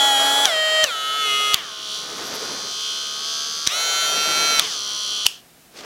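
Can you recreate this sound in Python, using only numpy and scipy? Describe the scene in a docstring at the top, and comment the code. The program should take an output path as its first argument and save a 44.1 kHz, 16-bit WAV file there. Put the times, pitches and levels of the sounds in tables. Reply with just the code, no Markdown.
"""A small rotary tool runs free in a man's hands, close to a clip-on microphone in a workshop.
It opens at top speed: the three-pole motor whines, its brushes fizz and its fan rushes.
Three clipping button clicks step it down, the shaft coasting until the drive catches it each time.
At idle, brush ticks rattle the housing while clothes rustle with a faint squeal. More clicks speed it up,
drop it to idle and switch it off; a last rustle and a finger scrape end the scene."""
import sys
import numpy as np
from scipy import signal
from scipy.fft import rfft, irfft, next_fast_len
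from scipy.io import wavfile
from scipy.ndimage import uniform_filter1d, minimum_filter1d, map_coordinates

SR = 44100
rng = np.random.default_rng(int(sys.argv[2]) if len(sys.argv) > 2 else 0)


def to_wav(sig):
    """Store sig (one row per channel, or 1-D mono) as 16-bit WAV at the path in sys.argv[1].

    Samples outside -1..1 are clipped; the rate is SR.
    """
    pcm = np.clip(np.atleast_2d(sig), -1, 1) * 32767
    pcm = np.round(pcm).astype(np.int16)
    wavfile.write(sys.argv[1], SR, pcm.T)  # frames by channels


N = 257974
T = np.arange(N) / SR

# The whine's voicing at each speed, in playing order: (shaft order, relative level [dB])
TOP_ORDERS = [(1, -41.5), (3, -22), (5, -43), (6, -49), (7, -36), (9, -40), (11, -28.5), (12, -19.5),
              (13, -37), (14, -34.5), (15, -32), (17, -39), (21, -39), (24, -45), (25, -40.5), (26, -39),
              (27, -40), (28, -39), (29, -43), (30, -41), (39, -41.5), (40, -42), (41, -45)]
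HIGH_ORDERS = [(3, -23), (6, -31), (7, -39), (9, -24), (11, -40.5), (12, -47), (13, -33), (14, -36.5),
               (15, -22), (16, -56), (18, -35), (20, -37.5), (21, -36.5), (22, -55), (24, -33.5), (27, -56),
               (33, -39), (34, -49), (35, -47.5), (36, -43), (39, -45.5), (43, -49), (45, -46), (50, -69)]
MID_ORDERS = [(3, -49.5), (9, -27), (11, -43), (13, -38.5), (15, -42), (18, -43), (19, -47.0), (20, -44),
              (21, -30), (22, -54), (23, -40), (24, -33), (25, -47.5), (27, -34.5), (29, -44.5), (30, -41),
              (32, -54), (33, -57), (34, -54), (36, -48), (42, -48), (45, -45.5), (46, -46.8), (57, -52),
              (66, -50)]
MID_SETTLED_ORDERS = [(3, -39.5), (9, -25), (11, -50), (12, -45), (13, -36.5), (15, -31), (18, -36),
                      (19, -36), (20, -43), (21, -24.5), (22, -38), (23, -37.5), (24, -26.5), (25, -48),
                      (27, -38), (29, -44), (30, -37), (31, -44.5), (32, -50), (39, -57), (41, -38),
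                      (42, -38), (43, -55), (44, -48), (45, -47), (46, -43), (54, -51), (57, -45),
                      (66, -44), (78, -45)]
REVVED_ORDERS = [(9, -29), (10, -37.5), (12, -39.5), (14, -40.5), (15, -36.5), (17, -42), (18, -40.5),
                 (20, -44), (21, -29.5), (23, -37), (24, -34), (26, -40), (27, -30), (28, -33), (30, -35.5),
                 (31, -39.5), (33, -42), (36, -40.5), (38, -45), (39, -33.5), (40, -40), (41, -54),
                 (42, -37), (43, -40), (45, -39.5), (46, -37), (60, -56), (63, -43), (66, -55), (72, -52),
                 (81, -62), (84, -52), (87, -56)]
REVVED_SETTLED_ORDERS = [(9, -29), (10, -31), (11, -34.5), (12, -48), (14, -40.5), (15, -31.5), (17, -31.5),
                         (18, -31.5), (20, -39.5), (21, -30.5), (24, -35), (26, -45), (27, -21.5),
                         (28, -40), (29, -38), (30, -30), (31, -33.5), (36, -34), (37, -35), (38, -31),
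                         (39, -31.5), (40, -32), (42, -34), (43, -37), (45, -48), (50, -40), (51, -44),
                         (60, -38), (63, -54), (66, -49), (72, -40), (75, -56), (81, -52), (87, -50)]
# Tone colour of the brush bed and of its buzzy edge: (frequency [Hz], gain [dB])
BRUSH_EQ = [(700, -20.5), (1400, 10.5), (2500, -4.5), (4200, 2), (6500, -4), (7800, -2), (8600, -9),
            (9500, -3.5), (11000, -4), (13000, -9.5), (16000, -17)]
BUZZ_EQ = [(1500, -4.5), (2400, -4), (3200, 2), (4300, 1.5), (5100, -9), (6000, -3), (7200, -10),
           (8400, -19), (9400, -9.5), (12500, -15.5), (15000, -28.5)]

def whine(turns, speed, fast):
    """At speed the shaft's harmonics sing over a bed of fused brush ticks."""
    whine_db, fizz_db, _, buzz_db = spell_levels()
    # (orders, entry [s], crossfade [s], trim [dB])
    voicings = [(TOP_ORDERS, -1, .01, -.7), (HIGH_ORDERS, .47, .04, -.3),
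                (MID_ORDERS, .88, .06, -.4), (MID_SETTLED_ORDERS, 1.22, .08, -.3),
                (REVVED_ORDERS, 3, .01, -.8), (REVVED_SETTLED_ORDERS, 4.11, .12, -.7)]
    harmonics = np.zeros(N)
    for orders, entry, fade, db in voicings:
        blend = fade_in(entry, fade)
        voice = amp(db) * tones(turns, orders, waver_db=1.23)
        harmonics = np.sqrt(1 - blend) * harmonics + np.sqrt(blend) * voice
    bed_ticks = brush_ticks(turns, [0, -3, -6], chatter=2.22, chatter_t60=.0093, scatter_db=0)
    brushes = coloured(bed_ticks, BRUSH_EQ)
    bed = amp(whine_db - 12.5) * band(brushes, 720, 11100)
    fizz = amp(fizz_db - 1.5) * band(brushes, 7740, 17700)
    buzz_ticks = brush_ticks(turns, [0, -5, -8], chatter=.77, chatter_t60=.0093, scatter_db=1.1)
    buzz = amp(whine_db + buzz_db) * band(coloured(buzz_ticks, BUZZ_EQ), 1520, 13500)
    sparking = speed / 200  # a faster shaft makes the brushes spark more
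    grit = amp(fizz_db - 12) * sparking * band(noise(BRUSH_EQ), 6900, 16800)
    return fast * (amp(whine_db) * harmonics + bed + fizz + buzz + grit)


# The mix for each fast spell: (start [s], whine level [dB], opening dip [dB], recovery [s],
# fizz level [dB], fan level [dB], buzz relative to the whine [dB])
FAST_SPELLS = [(0, -18, -2, 0.52, -33.5, -26, -24), (.46, -17, 5, .36, -40.5, -33, -21),
               (.85, -19.5, 7, 0.48, -40.5, -38, -12.5), (3.68, -19, 4, 0.75, -34, -32, -10)]

def spell_levels():
    """Faders in dB for whine, fizz, fan and buzz: the whine jumps, then settles; the others glide."""
    glide_s, fizz_dip_share = .095, .68
    whine_db = np.full(N, FAST_SPELLS[0][1])
    others = np.array(FAST_SPELLS[0][4:])[:, None]
    for start, db, dip_db, recovery, *levels in FAST_SPELLS:
        dip = dip_db * np.clip(1 - (T - start) / recovery, 0, 1)
        whine_db = np.where(T >= start, db - dip, whine_db)
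        target = np.array(levels)[:, None] - np.outer([fizz_dip_share, 0, 0], dip)
        others = others + np.clip((T - start) / glide_s, 0, 1) * (target - others)
    return whine_db, *others


# The idle hum, then the housing's song in each idle: (shaft order, relative level [dB])
HUM_ORDERS = [(6, -53), (9, -52.5), (15, -44), (17, -48), (18, -48.5), (20, -50.5), (21, -46.5), (22, -54)]
FIRST_IDLE_ORDERS = [(42, -33.5), (45, -37), (48, -43), (51, -46), (54, -42), (57, -35), (60, -40.5),
                     (61, -37), (63, -39), (64, -40.5), (66, -36.5), (78, -36.5), (79, -42), (81, -34.5),
                     (82, -34), (84, -45), (87, -42)]
SECOND_IDLE_ORDERS = [(45, -33), (46, -58), (48, -39), (51, -61), (57, -39), (60, -36), (61, -37.5),
                      (63, -65), (64, -37.5), (67, -37), (68, -50), (81, -49), (83, -39), (84, -37),
                      (85, -37.5), (87, -45)]
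# The housing's resonances and the fizz on top: (frequency [Hz], gain [dB])
HOUSING_EQ = [(410, -74), (700, -20), (995, -17.5), (1120, -8), (1570, -14), (1790, -16.5), (2250, -15.5),
              (2650, -15.5), (3060, 3), (3760, -8.5), (4290, -3.5), (5150, -8), (6100, -4.5), (8230, -25),
              (9500, -24.5), (15800, -40)]
IDLE_FIZZ_EQ = [(7000, -5.5), (8000, -5), (8600, -8), (9500, 5), (10400, -7.5), (12300, -9.5),
                (13300, -5.5), (14300, -16), (16000, -15)]
# Fader rides on two treble bands, one list per idle: (time [s], ring level [dB], rattle level [dB])
IDLE_RIDES = [
    [(1.58, -29, -37), (1.67, -36.5, -37), (1.77, -35, -37), (1.95, -31, -29), (2.07, -39.5, -33.5),
     (2.62, -39, -31), (2.86, -29, -29), (3.19, -36, -30.5), (3.31, -32, -27.5), (3.64, -35.5, -29.5)],
    [(4.63, -27.5, -26.5), (4.648, -24.5, -27), (4.69, -33, -28), (4.718, -32, -27), (4.78, -33, -30),
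     (5.086, -32, -29), (5.122, -29.5, -29), (5.24, -29.5, -29.5)],
]

def rattle(turns, speed, fast):
    """At low speed single ticks ring the housing; while the motor coasts the brushes only slide."""
    idle_hz, hum_db_per_octave = 71, 13
    off_drop_db, off_fade_db_per_s, stop_s = 10, 55, 5.395
    rev_s, off_s = BUTTON_CLICKS[3][0], BUTTON_CLICKS[-1][0]
    ring_db, rattle_db = curves(np.vstack(IDLE_RIDES))
    braking = np.maximum(0, -uniform_filter1d(np.gradient(np.log(speed)) * SR, size=1000))
    powered = 1 - fade_in(off_s, .005)
    drive = np.clip(.86 * powered / (1 + (braking / 5) ** 2), 0, 1)
    contacts = brush_ticks(turns, [0, -3, -5], chatter=1.7, chatter_t60=.011, scatter_db=.5)
    scratch = np.sqrt(drive) * contacts + np.sqrt(1 - drive) * rng.standard_normal(N)
    body = coloured(scratch, HOUSING_EQ)
    hum_db = -41 + hum_db_per_octave * np.log2(np.maximum(speed / idle_hz, 1))
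    hum = amp(hum_db - 1.5) * np.sqrt(drive) * tones(turns, HUM_ORDERS, waver_db=2.9)
    hum += amp(hum_db - 4.5) * band(body, 620, 2430)
    # the ticks repeat so evenly at idle that the orders nearest the housing's modes sing out
    first = tones(turns, FIRST_IDLE_ORDERS, waver_db=2, spread=.75)
    second = tones(turns, SECOND_IDLE_ORDERS, waver_db=2, spread=.75)
    singing = drive ** 2 * np.minimum(idle_hz / np.maximum(speed, 1), 1) ** 2
    shell = body + singing * np.where(T < rev_s, .95 * first, 1.1 * second)
    ring = amp(ring_db - .6) * band(shell, 2504, 3660)
    clatter = amp(rattle_db - 1.16) * band(shell, 3610, 8740)
    fizz = powered * amp(rattle_db - 17) * band(coloured(scratch, IDLE_FIZZ_EQ), 7660, 16500)
    run_down = amp(-(1 - powered) * (off_drop_db + off_fade_db_per_s * (T - off_s)))
    gate = (1 - fast) * (1 - fade_in(stop_s, .06))
    return gate * (np.sqrt(run_down) * hum + run_down * (ring + clatter + fizz))


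def brush_ticks(turns, pole_db, chatter, chatter_t60, scatter_db):
    """Three brush contacts a turn; each pole has its own strength and slowly changing chatter."""
    out, t = np.zeros(N), np.arange(SR // 50) / SR
    taps = np.arange(-7, 9)  # a short sinc places each tick between samples
    for pole, db in enumerate(pole_db):
        contact_turns = np.arange(1, int(turns[-1])) + pole / len(pole_db)
        at = np.interp(contact_turns, turns, np.arange(N))
        strength = amp(db + scatter_db * rng.standard_normal(len(at)))
        strength *= np.sqrt(np.minimum(np.gradient(at), SR / 50))  # even power at any tick rate
        index = at.astype(int)[:, None] + taps
        pulses = strength[:, None] * np.sinc(index - at[:, None])
        train = np.bincount(index.ravel(), pulses.ravel(), N)[:N]
        drift = 2 * np.pi * rng.random() + .5 * wobble(2.443)
        for share in (np.cos(drift), np.sin(drift)):
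            burst = rng.standard_normal(len(t)) * amp(-60 * t / chatter_t60)
            out += chatter * share * signal.oaconvolve(train, burst / np.linalg.norm(burst))[:N]
        out += train
    return unit(out)


# The motor's drifting pitch, one list for the opening and one per click: (time [s], speed [turns/s])
HELD_SPEEDS = [
    [(.07, 278.5), (.17, 272), (.31, 278.2), (.44, 280.1)],
    [(.6, 209.3), (.83, 209.9)],
    [(1.02, 142.8), (1.2, 144.2), (1.3, 139.5)],
    [(1.9, 70.9), (2.32, 71.5), (2.52, 72.7), (3.15, 72.9), (3.29, 75.2), (3.64, 76.8)],
    [(3.82, 149.3), (4.17, 151), (4.5, 151.6), (4.59, 148)],
    [(4.85, 69.7), (5.25, 70.4)],
    [(5.3, 0)],
]

def shaft_speed():
    """Turns per second: after a click the shaft spins up, or drag slows it until the drive catches it."""
    drag_per_s, catch_sharpness, spin_up_s = 4.7, 12, .033
    switch_lead_s = .005  # the contact switches just ahead of the snap
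    speed = curves(HELD_SPEEDS[0])[0]
    for (click_s, *_), setting in zip(BUTTON_CLICKS, HELD_SPEEDS[1:]):
        held = curves(setting)[0]
        t = np.maximum(T - click_s + switch_lead_s, 0)
        before = speed[np.argmax(t > 0)]
        if held.max() > before:
            glide = held + (before - held) * np.exp(-t / spin_up_s)
        else:
            coasting = before * np.exp(-drag_per_s * t)
            glide = (held ** catch_sharpness + coasting ** catch_sharpness) ** (1 / catch_sharpness)
        speed = np.where(t > 0, glide, speed)
    return speed


# Button hits: (time [s], level [dB], ring pitch [Hz], attack [s], thud trim [dB], bright ring trim [dB])
BUTTON_CLICKS = [(0.4547, 1, 3410, 0.00077, -65, -5.5), (0.841, .5, 3220, 0.00055, -60, -0.5),
                 (1.543, 3.4, 3400, 0.0008, -38, -28), (3.6734, 5, 3760, 0.00055, -37.5, -3),
                 (4.595, 1.5, 3480, 0.00086, -53, -12), (5.2644, 4.5, 2988, 0.0012, -60, -12)]
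# Tone colour of a scrape on plastic, for button and finger: (frequency [Hz], gain [dB])
SCRAPE_EQ = [(1500, -18), (3200, -6), (6500, -11), (10000, -23), (16000, -37)]

def button():
    """The button scrapes for a moment, then snaps and rings the plastic shell."""
    clicks, press = np.zeros(N), np.zeros(N)
    t = np.arange(SR // 20) / SR
    for start, db, hz, attack, thud_db, bright_db in BUTTON_CLICKS:
        push = (t / attack * np.exp(1 - t / attack)) ** 3
        ring = np.sin(2 * np.pi * hz * t) + amp(bright_db + 2.5) * np.sin(2 * np.pi * 5950 * t)
        burst = push * rng.standard_normal(len(t))
        crack = signal.lfilter([1, 0, -1], [1, -1.25, .55], burst)  # broad peak near 4 kHz
        snap = .8 * push * ring + .21 * crack
        thud = amp(thud_db + 10.5) * np.sin(2 * np.pi * 130 * t) * amp(-60 * t / .014)
        clicks[round(start * SR):][:len(t)] += amp(db + 4.5) * (snap + thud)
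        press += amp(db - 25.5) * fade_in(start - .008, .003) * (1 - fade_in(start + .0028, .0018))
    return clicks + press * noise(SCRAPE_EQ)


# Tone colour of the fan's rush: (frequency [Hz], gain [dB])
FAN_EQ = [(25, -46), (80, -36), (150, -23.5), (280, -13), (360, -9), (440, -1.5), (520, -3), (650, 4.5),
          (950, -5), (1300, -0.5), (2000, -9), (3100, -9.5), (4300, -6.5), (7000, -14.5), (15000, -43)]

def fan(fast):
    """The fan rushes at speed; at idle only a low draught is left, as soft as cloth."""
    fan_db = spell_levels()[2]
    rush = fast * amp(fan_db) * noise(FAN_EQ)
    draught = (1 - fast) * (1 - fade_in(5.3, .2)) * amp(-46) * noise(CLOTH_EQ)
    return amp(1.2 * wobble(14)) * (rush + draught)


# Swells of cloth against the microphone: (middle [s], length [s], level [dB])
CLOTH_SWELLS = [(1.35, 0.81, -44), (2.35, 0.97, -33), (4.365, 0.96, -33.5), (5.85, 0.32, -40)]
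# The cloth's dull tone colour: (frequency [Hz], gain [dB])
CLOTH_EQ = [(40, -33), (90, -16), (180, -5), (350, -3), (440, 1.5), (560, -4), (1000, -6.5), (1600, -7),
            (2500, -11.5), (6000, -13), (12000, -40)]

def handling():
    """Clothes rustle with each shift of the body; a finger scrapes the shell once the tool has stopped."""
    swells = sum(amp(db) * arch(middle, length) ** 1.48 for middle, length, db in CLOTH_SWELLS)
    finger = amp(-41 + 3 * wobble(200)) * arch(middle=5.785, length=.076) * noise(SCRAPE_EQ)
    return swells * amp(1.64 * wobble(40)) * noise(CLOTH_EQ) + finger


# The squeal's thin upper partials: (harmonic number, relative level [dB])
SQUEAL_PARTIALS = [(6, 2), (7, 0), (8, 2), (9, -6), (10, -8), (12, -14)]

def squeal():
    """A faint high squeal rises and falls with the longest rustle."""
    middle_s, length_s, peak_fundamental_hz, glide_hz_per_s = 2.32, .6, 1670, 1800
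    hz = peak_fundamental_hz - glide_hz_per_s * np.minimum(np.abs(T - middle_s), length_s)
    cycles = np.cumsum(hz * (1 + .006 * wobble(300) + .008 * wobble(25))) / SR
    envelope = amp(-50 + 4.5 * wobble(45)) * np.sqrt(arch(middle_s, length_s))
    return envelope * tones(cycles, SQUEAL_PARTIALS, waver_db=4)


# The workshop's noise floor: (frequency [Hz], gain [dB])
ROOM_EQ = [(15, -33), (25, -15), (43, -8), (96, -10), (133, -2.5), (179, -3), (403, -6.5), (557, -9.5),
           (710, -4.5), (929, -13), (1250, -11), (12700, -17), (15800, -20)]

def workshop(x, t60):
    """The cluttered room answers x briefly, over a steady room tone."""
    t = np.arange(SR // 3) / SR
    tail = rng.standard_normal(len(t)) * amp(-60 * t / t60) * (t > .004)
    echo = signal.fftconvolve(x, tail / np.linalg.norm(tail))[:N]
    return amp(-21) * echo + amp(-51.5) * noise(ROOM_EQ)


def tones(turns, orders, waver_db, spread=1):
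    """Harmonics of a rotation, each wavering alone, at rms 1; a small phase spread bunches them."""
    knots = np.arange(0, N / SR + 1, .1)
    out = np.zeros(N)
    for order, db in orders:
        waver = np.interp(T, knots, amp(waver_db * rng.standard_normal(len(knots))))
        out += amp(db) * waver * np.sin(2 * np.pi * (order * turns + spread * rng.random()))
    return unit(out)


def coloured(x, eq):
    """x through a minimum-phase filter shaped like the EQ curve, at rms 1."""
    size = 2 * next_fast_len(N // 2 + SR // 4)
    hz, db = np.transpose(eq)
    gain = amp(np.interp(np.log(np.fft.rfftfreq(size, 1 / SR) + 1), np.log(hz), db))
    cepstrum = irfft(np.log(gain + 1e-6))[:size // 2]
    cepstrum[1:] *= 2
    return unit(irfft(rfft(x, size) * np.exp(rfft(cepstrum, size)))[:N])


def noise(eq):
    """Noise shaped by an EQ curve, at rms 1."""
    return coloured(rng.standard_normal(N), eq)


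def band(x, lo_hz, hi_hz):
    """One band of x, at rms 1."""
    return unit(signal.sosfilt(signal.butter(4, [lo_hz, hi_hz], "band", fs=SR, output="sos"), x))


def curves(rows):
    """One automation curve for each column after the time."""
    times, *columns = np.transpose(rows)
    return [np.interp(T, times, column) for column in columns]


def wobble(rate):
    """A smooth random curve, rate knots a second."""
    return map_coordinates(rng.standard_normal(int(N * rate / SR) + 4), [T * rate])


def fade_in(middle, length):
    """A straight ramp from 0 to 1."""
    return np.clip((T - middle) / length + .5, 0, 1)


def arch(middle, length):
    """A smooth rise and fall of height 1."""
    return np.cos(np.pi * np.clip((T - middle) / length, -.5, .5))


def amp(db):
    return 10 ** (np.asarray(db) / 20)


def unit(x):
    return x / np.sqrt(np.mean(x ** 2) + 1e-20)


def scene():
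    """The tool and the clothes, close to one microphone."""
    speed = shaft_speed()
    turns = np.cumsum(speed * (1 + .00042 * wobble(45))) / SR
    # crossfader: 1 plays the whine, 0 the idle rattle
    fast = 1 - fade_in(1.548, .0049) + fade_in(3.7, .042) - fade_in(4.602, .0037)
    direct = whine(turns, speed, fast) + rattle(turns, speed, fast) + button() + squeal()
    mono = direct + workshop(direct, t60=.25) + fan(fast) + handling()
    return np.array([mono, mono])


def record(dry):
    """A fast limiter holds the clicks, which still clip a little; a steep low-pass trims the top."""
    ceiling, window_s, top_hz = 1.4, .0005, 16000
    window = round(window_s * SR)
    needed_gain = ceiling / np.maximum(np.abs(dry), ceiling)
    gain = uniform_filter1d(minimum_filter1d(needed_gain, window), window)
    clipped = np.clip(dry * gain, -1, 1)
    size = next_fast_len(N + SR // 4)
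    passband = np.fft.rfftfreq(size, 1 / SR) < top_hz
    return irfft(rfft(clipped, size) * passband, size)[:, :N]


dry = scene()
out = record(dry)
to_wav(out)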